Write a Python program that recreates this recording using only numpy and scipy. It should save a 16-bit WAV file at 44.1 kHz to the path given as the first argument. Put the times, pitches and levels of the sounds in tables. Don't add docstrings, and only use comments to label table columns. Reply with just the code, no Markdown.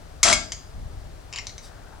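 import sys
import numpy as np
from scipy import signal
from scipy.fft import rfft, irfft
from scipy.io import wavfile
from scipy.ndimage import uniform_filter1d

SR = 44100
rng = np.random.default_rng(int(sys.argv[2]) if len(sys.argv) > 2 else 0)


def transcribe(u):
    v = np.clip(np.atleast_2d(u).T, -1, 1)
    q = np.round(v * 32767).astype(np.int16)
    wavfile.write(sys.argv[1], SR, q)


N = 88200
T = np.arange(N) / SR
HZ = np.maximum(np.fft.rfftfreq(N, 1 / SR), 1)
LEFT_RIGHT = np.array([[1], [-1]])

# frequency in Hz, relative level in dB.
AIR_SPECTRUM = [(15, -37), (25, -2), (96, -10), (215, -22), (289, -21.5), (552, -23.5), (631, -20.5),
                (848, -26.5), (1020, -29), (1170, -28), (2630, -37), (4500, -36.5), (15500, -47)]
AIR_DB = -43
# frequency in Hz, relative level in dB per Hz.
RUMBLE_SPECTRUM = [(20, -14.5), (40, 1), (65, -4.5), (100, -9.5), (150, -21.5), (280, -36.5), (500, -44.5),
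                   (2000, -73)]
# time in seconds, level in dB.
RUMBLE_LEVEL = [(0, -70), (.2, -42), (.3, -34), (.45, -45.5), (.72, -46.5), (.81, -31.5), (.92, -37),
                (1.05, -39), (1.3, -51.5), (2, -69.5)]

# frequency in Hz, decay by 60 dB in seconds.
ROOM_DECAY = [(200, 0.61), (1000, 0.3), (4000, 0.36), (7000, 0.32), (12000, 0.14)]
ROOM_BUILD_S = 0.0016
# frequency in Hz, left minus right in dB, phase lead of the left in rad, coherence from 0 to 1.
DIFFUSE_STEREO = [(40, 2.5, 1.1, 0.99), (122, 6, 0.65, 1), (318, 4, 1.4, 0.65), (900, 9.5, 1.67, 0.12),
                  (2500, 6, -1, 0.32), (6100, 2.5, -1.1, 0.36), (8800, 3, -1.5, 0.7),
                  (13700, 0.5, -3, 0.66)]
# frequency in Hz, left minus right in dB, phase lead of the left in rad.
DIRECT_STEREO = [(200, 5, .3), (900, 8, -.2), (2500, 5, -.4), (6000, 3, -.35), (8000, 2, -.7),
                 (9500, 1, -1.8), (13000, 0, -2.8)]
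TOP_HZ = 16000

# centre in seconds, half length in seconds, level in dB, resonance in Hz, its width in Hz.
RUBS = [(1.818,0.19,-58,1487,507), (1.954,0.091,-57.5,850,247)]
RUB_GRAIN_DB = 4

BUMP_S, BUMP_DB, BUMP_T60_S, BUMP_HZ = 0.775, -43.5, 0.19, 290

# start in seconds,
# relative level in dB, extra level of the low resonance in dB, low, middle and high resonance in Hz.
TICKS = [(0.5208,3,-2.5,3150,4800,6680), (1.3274,-8.5,7,2530,5300,6950), (1.3367,-8.5,7,2750,5000,7000),
         (1.36,-2,-1,2430,4670,6950), (1.377,-13,16,2860,5360,6750), (1.3863,-4,4,2120,4500,5600),
         (1.4695,-0.5,-11,2330,4170,6040), (1.4947,-12.5,0,2280,4150,5700), (1.5807,-9.5,-8,2360,4220,6200)]
# frequency in Hz, level in dB per Hz.
TICK_SPECTRUM = [(200, -36), (950, -10.5), (1450, -16.5), (2000, -6.5), (3200, -7), (4200, -6), (5800, -4),
                 (7200, -2.5), (8300, -13.5), (9500, -14.5), (11000, -17.5), (16000, -55)]
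TICK_DB, TICK_PEAK_DB, TICK_PEAK_WIDTH_HZ = -3.5, 9, 530
TICK_GRIT_DB, TICK_GRIT_T60_S = -6, 0.0058
CONTACT_RING_DB, CONTACT_RING_T60_S, CONTACT_ROOM_DB = -1.5, 0.071, -4.5
# frequency in Hz, level in dB.
SCRAPE_SPECTRUM = [(300, -13), (700, -4.5), (950, 8), (1400, -7.5), (2100, 0), (2800, 11), (3600, -5),
                   (7000, -7), (8500, -34), (15000, -34)]
SCRAPE_S, SCRAPE_LENGTH_S, SCRAPE_PER_S, SCRAPE_DB = 1.335, 0.062, 900, -25.5
# frequency in Hz, relative level in dB.
SLIP_SPECTRUM = [(1000,-22), (4500,-3.5), (16000,-15)]
SLIP_S, SLIP_WIDTH_S, SLIP_DB = 1.65, 0.033, -50.5

# start in seconds, then relative levels in dB
KNOCKS = [(0.2306,3,-1.5,-6,-7), (0.2334,-3.5,-6,-7,-6), (0.2461,-9,-16.5,-0.5,6.5), (.285,-8,-21,1.5,-2),
          (0.3275,-4,-1.5,-3,4.5), (0.334,-9.5,-7.5,-10.5,-4)]
STRIKE_SCATTER_DB = 3
SETTLE_RING_DB = -23
# frequency in Hz, relative level in dB per Hz.
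CLASH_SPECTRUM = [(200, -31.5), (600, -22.5), (1150, -4), (1750, -17), (2220, 0), (2700, -12), (3900, -3),
                  (5200, -3.5), (6000, 3), (7400, -1.5), (8100, -7), (9400, -8.5), (10400, -9),
                  (11800, -27.5), (16000, -39)]
CLASH_DB, CLASH_T60_S, CLASH_ROOM_DB, CLASH_SIDE_DB = -9.5, 0.045, -4.5, -10.5
# frequency in Hz, relative level in dB per Hz.
RATTLE_SPECTRUM = [(300,-15), (1300,-1), (7400,-0.5), (10000,-8.5), (12000,-47)]
RATTLE_S, RATTLE_LENGTH_S, RATTLE_PER_S, RATTLE_FADE_DB_S = 0.247, 0.08, 260, 28
RATTLE_STEEL_DB = -13.5
# frequency in Hz, level in dB, decay by 60 dB in seconds.
TOOL_MODES = [(2201.5,-18,0.083), (3856,-26.5,0.11), (4929,-31,0.72), (5013,-21.5,0.12), (6158,-22,0.079),
              (8795,-24.5,0.13)]
# frequency in Hz, level in dB, decay by 60 dB in seconds.
DISH_MODES = [(242,-38,0.43), (689,-43.5,0.52), (1327,-31.5,.22), (1622,-38,0.41), (3284,-28,0.21),
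              (7490,-28,0.27)]
TWIN_SPLIT, TWIN_DB = 0.0072, -15
MODE_SPREAD_RAD, RING_ROOM_DB = 0.45, -10
# frequency in Hz, width in Hz, relative level in dB.
BENCH_MODES = [(175.7, 44, -5), (242.5, 21, -1.5), (327, 120, -6), (435, 31, -23.5), (613, 46, 4.5),
               (680, 90, 4), (860, 120, -2.5), (1160, 91, 0), (1332, 96, 6), (1524, 68, 1)]
BENCH_DB, BENCH_T60_S, BENCH_ROOM_DB, BENCH_PAN_DB = -32.5, 0.073, -1, 19


def amp(db):
    return 10 ** (np.asarray(db) / 20)


def over_hz(table, axis=1):
    table = np.array(table, float)
    return np.interp(np.log(HZ), np.log(table[:, 0]), table[:, axis])


def fade(t60):
    return np.exp(-np.log(1000) * T / max(t60, 1e-3))


def resonance(hz, width):
    return 1 / (1 + (2 * (HZ - hz) / width) ** 2)


def noise(gain):
    x = irfft(rfft(rng.standard_normal(N)) * gain, N)
    return x / x.std()


def unit(x):
    return x / np.sqrt(np.mean(np.sum(x ** 2, axis=-1)))


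def excite(push, response):
    return signal.fftconvolve(np.atleast_2d(push), np.atleast_2d(response), axes=-1)[:, :N]


def pushes(times, dbs):
    return np.bincount((np.asarray(times) * SR).astype(int), amp(dbs), N)[:N]


def chatter(start, length, rate, fade_db, scatter_db):
    chance = rng.standard_normal((200, 2))
    after = np.abs(np.arange(len(chance)) + 0.35 * chance[:, 0]) / rate
    levels = scatter_db * chance[:, 1] - fade_db * after
    keep = after < length
    return pushes(start + after[keep], levels[keep])


def click(gain):
    cepstrum = irfft(np.log(gain), N)
    cepstrum[1:N // 2] *= 2
    cepstrum[N // 2 + 1:] = 0
    return irfft(np.exp(rfft(cepstrum)), N)


def envelope(push, t60):
    return np.sqrt(np.abs(excite(push ** 2, fade(t60) ** 2)))


def crowded(push, t60, gain):
    return excite(envelope(push, t60) * noise(1), unit(click(gain)))


def diffuse(gain):
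    left, other = rfft(rng.standard_normal((2, N)))
    balance = amp(over_hz(DIFFUSE_STEREO) / 2)
    coherence = np.clip(over_hz(DIFFUSE_STEREO, axis=3), 0, 1)
    right = coherence * left + np.sqrt(1 - coherence ** 2) * other
    right = right * np.exp(-1j * over_hz(DIFFUSE_STEREO, axis=2))
    x = irfft(np.array([left * balance, right / balance]) * gain, N)
    return x / x.std()


def place(x):
    balance = amp(over_hz(DIRECT_STEREO) / 2)
    lag = np.exp(-1j * over_hz(DIRECT_STEREO, axis=2))
    return irfft(rfft(x) * np.array([balance, lag / balance]), N)


def background():
    air = amp(AIR_DB) * diffuse(amp(over_hz(AIR_SPECTRUM)))
    rumble_gain = amp(np.interp(T, *np.array(RUMBLE_LEVEL).T))
    return air + rumble_gain * diffuse(amp(over_hz(RUMBLE_SPECTRUM)))


def workshop():
    field = rfft(diffuse(1))
    centres = [hz for hz, _ in ROOM_DECAY]
    tail = 0
    for hz, t60 in ROOM_DECAY:
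        band = over_hz([(c, c == hz) for c in centres])
        tail = tail + irfft(field * band, N) * fade(t60)
    return unit(tail * (1 - np.exp(-(T / ROOM_BUILD_S) ** 2)))


def bump():
    dull = 1 / (1 + (HZ / BUMP_HZ) ** 8)
    return amp(BUMP_DB) * place(crowded(pushes([BUMP_S], [0]), BUMP_T60_S, dull))


def handling(room):
    rubs = 0
    for s, half, db, hz, width in RUBS:
        grain = amp(RUB_GRAIN_DB * noise(resonance(0, 120)))
        swell = np.exp(-((T - s) / half) ** 2)
        rubs = rubs + amp(db) * swell * grain / grain.mean() * noise(resonance(hz, width))
    return place(rubs) + amp(CONTACT_ROOM_DB) * excite(rubs, room)


def tick(s, db, low_db, *pitches):
    peaks = 0
    for hz, extra in zip(pitches, (low_db, 0, 0)):
        peaks = peaks + amp(TICK_PEAK_DB + extra) * resonance(hz, TICK_PEAK_WIDTH_HZ)
    colour = amp(over_hz(TICK_SPECTRUM)) * (1 + peaks)
    pulse = excite(pushes([s], [db + TICK_DB]), click(colour))
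    grit = unit(noise(1) * fade(TICK_GRIT_T60_S))
    return pulse + amp(TICK_GRIT_DB) * excite(pulse, grit)


def scrape():
    grit = chatter(SCRAPE_S, SCRAPE_LENGTH_S, SCRAPE_PER_S, fade_db=7, scatter_db=5)
    return amp(SCRAPE_DB) * excite(grit, click(amp(over_hz(SCRAPE_SPECTRUM))))


def slip():
    swell = np.exp(-((T - SLIP_S) / SLIP_WIDTH_S) ** 2)
    return amp(SLIP_DB) * swell * noise(amp(over_hz(SLIP_SPECTRUM)))


def light_contacts(room):
    direct = scrape() + slip() + sum(tick(*row) for row in TICKS)
    ring = amp(CONTACT_RING_DB) * excite(direct, unit(noise(1) * fade(CONTACT_RING_T60_S)))
    return place(direct + ring) + amp(CONTACT_ROOM_DB) * excite(direct, room)


def steel(modes, times, dbs):
    ring = 0
    for hz, db, t60 in modes:
        phase, twin_phase, split = rng.random(3)
        ears = MODE_SPREAD_RAD * rng.standard_normal() * LEFT_RIGHT
        push = pushes(times, dbs + STRIKE_SCATTER_DB * rng.standard_normal(len(times)))
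        twin_hz = hz * (1 + TWIN_SPLIT * (0.5 + split))
        main = np.sin(2 * np.pi * (hz * T + phase) + ears)
        twin = np.sin(2 * np.pi * (twin_hz * T + twin_phase) - ears)
        height = uniform_filter1d(envelope(push, t60), size=16)
        ring = ring + amp(db) * height * (main + amp(TWIN_DB) * twin)
    return ring


def clashing(blows, rattle):
    hard = crowded(blows, CLASH_T60_S, amp(over_hz(CLASH_SPECTRUM)))
    light = crowded(rattle, CLASH_T60_S, amp(over_hz(RATTLE_SPECTRUM)))
    return hard + amp(RATTLE_STEEL_DB) * light


def dropped_tool(room):
    times, clash_db, tool_db, dish_db, bench_db = np.array(KNOCKS).T
    rattle = chatter(RATTLE_S, RATTLE_LENGTH_S, RATTLE_PER_S, fade_db=RATTLE_FADE_DB_S, scatter_db=4.0)
    blows = pushes(times, clash_db)
    mid, side = clashing(blows, rattle), clashing(blows, rattle)
    clash = amp(CLASH_DB) * (mid + amp(CLASH_SIDE_DB) * side * LEFT_RIGHT)

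    tool_times = np.append(times, TICKS[0][0])
    tool_ring = steel(TOOL_MODES, tool_times, np.append(tool_db, SETTLE_RING_DB))
    ring = tool_ring + steel(DISH_MODES, times, dish_db)

    body = sum(amp(db) * resonance(hz, width) for hz, width, db in BENCH_MODES)
    bench = amp(BENCH_DB) * crowded(rattle + pushes(times, bench_db), BENCH_T60_S, body)

    sent = amp(CLASH_ROOM_DB) * clash + amp(RING_ROOM_DB) * ring + amp(BENCH_ROOM_DB) * bench
    return place(clash + ring) + bench * amp(LEFT_RIGHT * BENCH_PAN_DB / 2) + excite(sent, room)


def scene():
    room = workshop()
    return dropped_tool(room) + light_contacts(room) + background() + bump() + handling(room)


def record(dry):
    low_pass = signal.ellip(8, 0.2, 70, TOP_HZ, fs=SR, output="sos")
    return signal.sosfilt(low_pass, np.clip(dry, -1, 1))


dry = scene()
out = record(dry)
transcribe(out)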